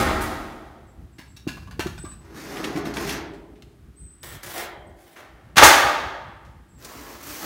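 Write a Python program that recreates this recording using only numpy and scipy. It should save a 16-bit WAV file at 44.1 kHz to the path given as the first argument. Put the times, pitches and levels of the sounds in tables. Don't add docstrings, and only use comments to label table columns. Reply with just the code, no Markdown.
import sys
import numpy as np
from scipy import signal
from scipy.io import wavfile
from scipy.ndimage import uniform_filter1d

SR = 44100
rng = np.random.default_rng(int(sys.argv[2]) if len(sys.argv) > 2 else 0)


def wav_record(signal):
    frames = np.transpose(np.atleast_2d(signal))
    bounded = np.clip(frames, -1, 1)
    quanta = np.round(bounded * 32767).astype(np.int16)
    wavfile.write(sys.argv[1], SR, quanta)


N = 328545


def amp(db):
    return 10 ** (np.asarray(db) / 20)


def unit_rms(x):
    return x / np.sqrt(np.mean(x ** 2) + 1e-20)


def curve_at(points, hz):
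    points_hz, values = np.transpose(points)
    return np.interp(np.log(hz + 1), np.log(points_hz + 1), values)


def add(mix, start_s, sound):
    part = mix[max(round(start_s * SR), 0):][:len(sound)]
    part += sound[:len(part)]


def colour(x, db_at, size=4096):
    db = db_at(abs(np.fft.fftfreq(size, 1 / SR)))
    log_gain = np.log(amp(np.maximum(db - db.max(), -90)))
    taps = np.fft.ifft(np.exp(np.conj(signal.hilbert(log_gain)))).real
    return signal.oaconvolve(x, taps / np.linalg.norm(taps))[:len(x)]


def hump_db(hz, centre_hz, db_per_octave):
    return -db_per_octave * np.hypot(np.log2((hz + 20) / centre_hz), .5)


def impacts(samples, per_s, spread_db):
    size = amp(spread_db * np.minimum(rng.exponential(1, samples), 4))
    sign = rng.choice([-1, 1], samples)
    struck = rng.random(samples) < per_s / SR
    return unit_rms(size * sign * struck + 1e-9)


def yard_echo(x, t60_s):
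    t = np.arange(SR) / SR
    taps = impacts(SR, 2500, 1.5) * amp(-60 * t / t60_s) * (t > .006)
    return signal.oaconvolve(x, taps / np.linalg.norm(taps))[:N]


def scrape(pushes, spectrum, slips_per_s, spread_db, judder_db):
    t = np.arange(N) / SR
    body, treble = np.zeros((2, N))
    for start_s, rise_s, hold_s, release_s, force_db, bite_db in pushes:
        rise = np.clip((t - start_s) / rise_s, 0, 1)
        release = np.clip((t - start_s - rise_s - hold_s) / release_s, 0, 2)
        effort = rise * amp(force_db - 60 * release)
        body = np.hypot(body, effort)
        treble = np.hypot(treble, amp(bite_db) * effort)
    judder = unit_rms(uniform_filter1d(rng.standard_normal(N), size=350))
    force = impacts(N, slips_per_s, spread_db) * amp(judder_db * judder)
    dull = signal.sosfiltfilt(signal.butter(1, 2200, fs=SR, output="sos"), force)
    return colour(body * dull + treble * (force - dull), lambda hz: curve_at(spectrum, hz))


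# frequency in Hz, level in dB.
SHEET_MODES = [(371.4, -41), (646.0, -47), (759.0, -49.5), (834.4, -45), (904.4, -41.5), (1007, -51.5),
               (1114, -57.5), (1281, -43.5), (1497, -48), (1620, -49.5), (1723, -47), (1949, -55.5),
               (2003, -41.5), (2046, -50.5)]
# centre in Hz, half-width in Hz.
RIB_RINGS = [(700, 65), (1950, 130), (3200, 200), (3900, 130)]
# frequency in Hz, gain in dB.
RIB_GAINS = [(250, -2), (400, 0.5), (490, -2), (600, 1), (2060, 3), (2230, 0.5), (2950, 1), (3300, 3.5),
             (3700, 1), (4000, 0.5), (4400, 1), (6300, -1), (8000, -2.5)]


def sheet(force, t60s_s, contact_db, modes_db, rib_stretch=0.044, wander_hz=3.7):
    t = np.arange(2 * SR) / SR
    modes = unit_rms(sum(amp(db) * np.sin(2 * np.pi * (hz * t + rng.random()))
                         for hz, db in SHEET_MODES))
    t60_curve = list(zip((400, 1200, 3300, 9000), t60s_s))
    out = amp(contact_db) * force
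    for mode_set in range(3):
        cloud = rng.standard_normal(len(t)) + amp(modes_db) * modes
        bin_hz, frame_s, frames = signal.stft(cloud, SR, nperseg=256)
        ribs = sum(np.exp(-((bin_hz - hz) / half_hz) ** 2) for hz, half_hz in RIB_RINGS)
        t60_s = (curve_at(t60_curve, bin_hz) * (1 + rib_stretch * ribs))[:, None]
        ring = signal.istft(frames * amp(-60 * frame_s / t60_s) / np.sqrt(t60_s), SR, nperseg=256)[1]
        ring = colour(ring, lambda hz: curve_at(RIB_GAINS, hz))
        share = np.cos(2 * np.pi * (wander_hz * np.arange(N) / SR + mode_set / 3)) * np.sqrt(2 / 3)
        out = out + signal.oaconvolve(share * force, ring / np.linalg.norm(ring))[:N]
    return out / np.hypot(1, amp(contact_db))


# start, rise, hold and release t60 in seconds,
# force in dB, treble bite in dB.
SHAKE_PUSHES = [(0, 0.00067, 0.0087, 0.14, -12.5, -1.5), (.01, .01, 0.09, 0.13, -20.5, -18),
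                (.203, 0.0065, 0.01, 0.48, -32, 4.5)]
DRAG_PUSHES = [(2.17, 0.13, 0.1, .2, -44, -2), (2.33, 0.041, 0.15, 0.28, -45, 13),
               (2.4, .19, 0.076, 0.39, -30.5, 1.5), (2.72, 0.047, .015, 0.15, -25.5, -3),
               (2.84, .02, 0.011, 0.25, -27.5, -0.5), (2.95, 0.017, 0.087, .2, -30, 5.5),
               (3.05, 0.03, .04, 0.22, -35.5, 17.5), (3.11, .03, .02, 0.35, -33.5, -14)]
LIFT_PUSHES = [(4.225, 0.0077, .11, .25, -44, 4.5), (4.425, 0.0038, 0.12, .2, -40, 5),
               (4.52, 0.066, .025, .2, -28, -1), (4.95, 0.04, 0.16, .2, -57, 2),
               (5.162, .009, .03, .35, -41.5, -12.5), (5.28, 0.036, 0.19, .1, -54, -25)]
SLIDE_PUSHES = [(6.77, 0.085, .3, .3, -40.5, -2), (7.16, .15, .15, .2, -39.5, 7),
                (7.4, 0.038, .02, .2, -31, -5.5)]
# frequency in Hz, relative density in dB.
SHAKE_SPECTRUM = [(53, 2), (90, -0.5), (130, -7.5), (365, -2), (406, -8.5), (727, -5), (982, -10.5),
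                  (1360, -9), (1580, -12), (1910, -12), (2950, -19), (14500, -29), (15500, -33)]
DRAG_SPECTRUM = [(82, -52), (140, -3), (238, -5), (333, 2), (367, -9), (405, -0.5), (513, -12.5),
                 (776, -12.5), (1370, -17.5), (1960, -20), (3330, -29.5), (6380, -28.5), (7610, -36),
                 (13700, -37), (15500, -44)]
LIFT_SPECTRUM = [(120, -52), (200, -16.5), (288, -11.5), (358, 0.5), (407, -7.5), (607, -5), (1110, -10.5),
                 (2020, -9.5), (2700, -17), (3230, -15), (4410, -19.5), (12700, -20), (15500, -19)]
SLIDE_SPECTRUM = [(88, -32.5), (150, -12), (307, 2), (499, -7.5), (540, -6), (708, -7.5), (1290, -8),
                  (1420, -11.5), (1730, -10), (3340, -18), (5980, -15), (9900, -22), (15500, -16.5)]


def sheet_handling():
    shake = scrape(SHAKE_PUSHES, SHAKE_SPECTRUM, slips_per_s=6000, spread_db=2.1, judder_db=2.5)
    out = sheet(shake, t60s_s=(1.73, 1.26, 1.11, 1.0), contact_db=-2, modes_db=-18)
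    drag = scrape(DRAG_PUSHES, DRAG_SPECTRUM, slips_per_s=2000, spread_db=1.73, judder_db=1.5)
    out += sheet(drag, t60s_s=(1.66, 0.72, 0.63, 0.082), contact_db=-0.5, modes_db=-24)
    lift = scrape(LIFT_PUSHES, LIFT_SPECTRUM, slips_per_s=5700, spread_db=2.9, judder_db=1.5)
    out += sheet(lift, t60s_s=(1.6, 0.78, 0.48, 0.085), contact_db=1, modes_db=-21.5, rib_stretch=.6)
    slide = scrape(SLIDE_PUSHES, SLIDE_SPECTRUM, slips_per_s=7000, spread_db=2.5, judder_db=1.15)
    return out + sheet(slide, t60s_s=(0.85, 1, 0.94, 0.31), contact_db=3, modes_db=-28)


# frequency in Hz, relative density in dB.
BUFFET_SPECTRUM = [(20, -53), (35, -15), (55, 2), (95, -6), (150, -9), (260, -20.5), (500, -34),
                   (1200, -59.5)]


def buffet(pitch_ratio):
    noise = colour(rng.standard_normal(N), lambda hz: curve_at(BUFFET_SPECTRUM, hz / pitch_ratio))
    return noise / np.sqrt(uniform_filter1d(noise ** 2, size=2500) + 1e-6)


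# frequency in Hz, relative density in dB.
AIR_SPECTRUM = [(40, -15), (100, -4), (330, 2), (410, -7.5), (500, -17), (1300, -12.5), (2200, -17.5),
                (4000, -23), (6300, -26.5), (8500, -26.5), (15500, -31.5)]
# middle and half-length in seconds, level in dB.
GUSTS = [(.11, 0.17, -31), (1.014, 0.047, -40.5), (1.554, 0.061, -49), (1.856, 0.36, -39.5),
         (2.98, 0.3, -40.5), (3.896, 0.019, -42.5), (4.032, 0.029, -42.5), (4.347, .035, -40.5),
         (4.897, 0.024, -41), (5.642, .06, -28), (5.86, 0.026, -35), (6.063, 0.03, -38),
         (6.279, 0.027, -43.5), (6.495, .03, -44)]


def wind():
    t = np.arange(N) / SR

    def bell(middle_s, half_s):
        return np.exp(-np.minimum(((t - middle_s) / half_s) ** 2, 20))

    air = colour(rng.standard_normal(N), lambda hz: curve_at(AIR_SPECTRUM, hz))
    swell = unit_rms(sum(np.sin(2 * np.pi * (hz * t + rng.random())) for hz in np.geomspace(4, 10, 12)))
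    breeze_db = -51.5 + 5 * np.tanh(swell) - 20 * bell(middle_s=5.13, half_s=0.11)
    gusts = sum(amp(db) * bell(middle_s, half_s) for middle_s, half_s, db in GUSTS)
    return amp(-60) * air + amp(breeze_db) * buffet(pitch_ratio=0.94) + gusts * buffet(pitch_ratio=1.1)


# start in seconds, level in dB, t60 in seconds, hump centre in Hz.
CATCHES = [(.216, -34.5, 0.23, 9050), (2.569, -35.5, 0.064, 2480), (2.642, -29, 0.093, 2340),
           (2.762, -35, .07, 1800), (2.856, -36, .095, 1800), (2.939, -38, 0.14, 4000),
           (2.969, -24, 0.041, 1830), (3.094, -27.5, .09, 2900), (3.336, -56.5, 0.22, 3480),
           (3.557, -60, .16, 2230), (3.622, -46, 0.057, 2770), (4.231, -38, .036, 3610),
           (4.432, -38.5, 0.044, 4530), (4.579, -31, .046, 5030), (6.449, -61.5, .33, 4020),
           (6.825, -45.5, 0.03, 4530), (6.847, -36.5, .076, 5550)]


def edge_catches():
    out, t = np.zeros(N), np.arange(SR // 2) / SR
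    for start_s, db, t60_s, centre_hz in CATCHES:
        crack = impacts(len(t), 6000, 1.6) * amp(-60 * t / t60_s)
        add(out, start_s, amp(db) * colour(crack, lambda hz: hump_db(hz, centre_hz, 11.7)))
    return out + amp(-7.5) * yard_echo(out, t60_s=.5)


def bird_note(hz):
    return signal.windows.tukey(len(hz), .4) * np.sin(2 * np.pi * np.cumsum(hz) / SR)


# start and length in seconds, pitch in Hz, level in dB.
WHISTLES = [(1.968, .2, 8080, -43.5), (3.95, .22, 8200, -49), (4.193, 0.16, 8060, -49.5),
            (4.865, 0.02, 8130, -61), (5.122, 0.026, 8500, -65)]
# start in seconds, level in dB.
CHIRPS = [(.862, -67), (1.118, -67), (1.27, -62), (1.3, -65), (3.31, -74), (6.68, -65), (6.74, -61)]


def birds():
    sag_hz_per_s, warble_depth_hz, warbles_per_s = 550, 110, 35
    chirp_s, chirp_hz, dip_hz = 0.066, 8530, 950
    out = np.zeros(N)
    for start_s, length_s, hz, db in WHISTLES:
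        t = np.arange(int(length_s * SR)) / SR
        drift = 0.82 * np.sin(2 * np.pi * (7 * t + rng.random()))
        warble = np.sin(2 * np.pi * warbles_per_s * t + drift)
        add(out, start_s, amp(db) * bird_note(hz - sag_hz_per_s * t + warble_depth_hz * warble))
    dip = np.sin(np.linspace(0, np.pi, int(chirp_s * SR)))
    for start_s, db in CHIRPS:
        depth_hz = dip_hz * (1 + 0.104 * rng.standard_normal())
        add(out, start_s, amp(db) * bird_note(chirp_hz - depth_hz * dip))
    return out + amp(-6.5) * yard_echo(out, t60_s=.35)


# centre and width in Hz, level in dB.
SAW_MODES = [(613, 140, 8), (850, 130, 8), (1080, 96, 6), (1147, 56, 9.5), (1330, 50, -9), (1546, 71, 8.5),
             (1695, 35, 8), (1780, 64, -6), (2410, 44, 4.5), (2660, 57, 2), (2927, 78, 5.5), (3360, 48, 3),
             (3760, 90, -3), (3960, 170, 4), (4550, 120, 4), (5540, 100, 10), (6400, 71, 8),
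             (6840, 100, -4)]


def saw_body_db(hz):
    peaks = 0
    for mode_hz, width_hz, db in SAW_MODES:
        gain = amp(db + 2 * rng.standard_normal())
        peak_hz = mode_hz * (1 + 0.0505 * rng.standard_normal())
        peaks += gain / (1 + (2 * (hz - peak_hz) / width_hz) ** 2)
    return 20 * np.log10(1 + peaks)


# start in seconds, level in dB, rattle t60 in seconds, clink pitch in Hz.
SAW_KNOCKS = [(1.183, -37.5, 0.2, 2030), (1.363, -42.5, .17, 3730), (1.474, -29.5, 0.2, 2640),
              (1.482, -36, 0.17, 1680), (1.568, -28.5, .045, 1160), (1.62, -43, .1, 1340),
              (1.673, -37, 0.058, 1120), (1.708, -37.5, 0.13, 1740), (1.7931, -21, .16, 1870),
              (1.866, -29, 0.1, 1860), (1.977, -34, 0.099, 1580), (2.043, -38, 0.24, 1230),
              (2.112, -44, 0.18, 1690)]


def saw_knocks():
    out, t = np.zeros(N), np.arange(SR // 2) / SR
    attack = 1 - np.exp(-t / 0.003)
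    for start_s, db, t60_s, clink_hz in SAW_KNOCKS:
        def response_db(hz):
            clink_db = 8 / (1 + ((hz - clink_hz) / 130) ** 2)
            return saw_body_db(hz) + hump_db(hz, clink_hz, 6) + clink_db

        blow = impacts(len(t), 5000, 4.8) * np.exp(-t / 0.003)
        rattle = 0.77 * impacts(len(t), 2000, 2.4) * amp(-60 * t / t60_s)
        knock = amp(db) * colour((blow + rattle) * attack, response_db)
        add(out, start_s, knock)
        add(out, start_s, amp(-6) * yard_echo(knock, t60_s=0.57))
    return out


# start in seconds, level in dB, pitch in Hz,
# swell time constant in seconds.
THUMPS = [(1.186, -37, 293, 0.0021), (1.468, -17, 292, 0.0021), (1.793, -15.5, 312, 0.0013),
          (1.857, -21, 353, 0.0028), (2.039, -28, 320, 0.0018), (2.749, -24.5, 298, .007),
          (5.568, -25, 182, 0.0029)]


def thumps():
    out, t = np.zeros(N), np.arange(SR // 4) / SR
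    for start_s, db, pitch_hz, swell_s in THUMPS:
        push = (t / swell_s) ** 2 * np.exp(2 - t / swell_s) / 4
        tones = np.sin(2 * np.pi * pitch_hz * t) + 0.7 * np.sin(2 * np.pi * 165 * t)
        clack = colour(impacts(len(t), 3000, 2.7), lambda hz: hump_db(hz, 680, 24)) * np.exp(-t / 0.01)
        add(out, start_s, amp(db) * (push * tones + amp(-20) * clack))
    return out + amp(-9) * yard_echo(out, t60_s=.45)


# start in seconds,
# level in dB, chatter time constant in seconds, hump centre in Hz.
CRASH_HITS = [(5.159, -42, 0.052, 1700), (5.558, -25.5, 0.033, 2586), (5.567, -9, 0.082, 2487),
              (5.5804, 2, 0.0067, 2700), (5.590, -12.5, 0.088, 485), (5.623, 5.5, 0.017, 1013),
              (5.633, -3.5, 0.041, 6900), (5.651, 1, 0.0063, 800), (5.675, -1.5, 0.0041, 900),
              (5.705, -6.5, 0.011, 1405)]
# frequency in Hz, relative density in dB.
CRASH_SPECTRUM = [(29, -44.5), (50, -23), (119, -5.5), (183, -24.5), (325, 2), (488, -10.5), (564, -4),
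                  (869, -0.5), (1050, -7.5), (1130, -1.5), (2810, -10), (5380, -15), (6210, -11.5),
                  (7530, -17.5), (15500, -19)]


def offcut_crash():
    force, t = np.zeros(N), np.arange(SR // 2) / SR
    attack = 1 - np.exp(-t / 0.0018)
    for start_s, db, decay_s, centre_hz in CRASH_HITS:
        chatter = impacts(len(t), 7000, 2.12) * np.exp(-t / decay_s) * attack
        hit = colour(chatter, lambda hz: curve_at(CRASH_SPECTRUM, hz) + hump_db(hz, centre_hz, 5.1))
        add(force, start_s, amp(db) * hit)
    return sheet(force, t60s_s=(1.245, 1.115, 0.94, 0.58), contact_db=5, modes_db=-31,
                 rib_stretch=.05, wander_hz=41)


def scene():
    metal = sheet_handling() + edge_catches() + offcut_crash()
    return (metal + saw_knocks() + thumps() + birds() + wind())[None]


def record(dry):
    low_cut_hz, high_cut_hz = 42, 15850
    heard = signal.sosfilt(signal.butter(3, low_cut_hz, "highpass", fs=SR, output="sos"), dry)
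    clipped = heard / (1 + heard ** 12) ** (1 / 12)
    lowpass = signal.firwin(511, high_cut_hz, window=("kaiser", 8), fs=SR)
    return signal.oaconvolve(clipped, lowpass[None], "same")


dry = scene()
out = record(dry)
wav_record(out)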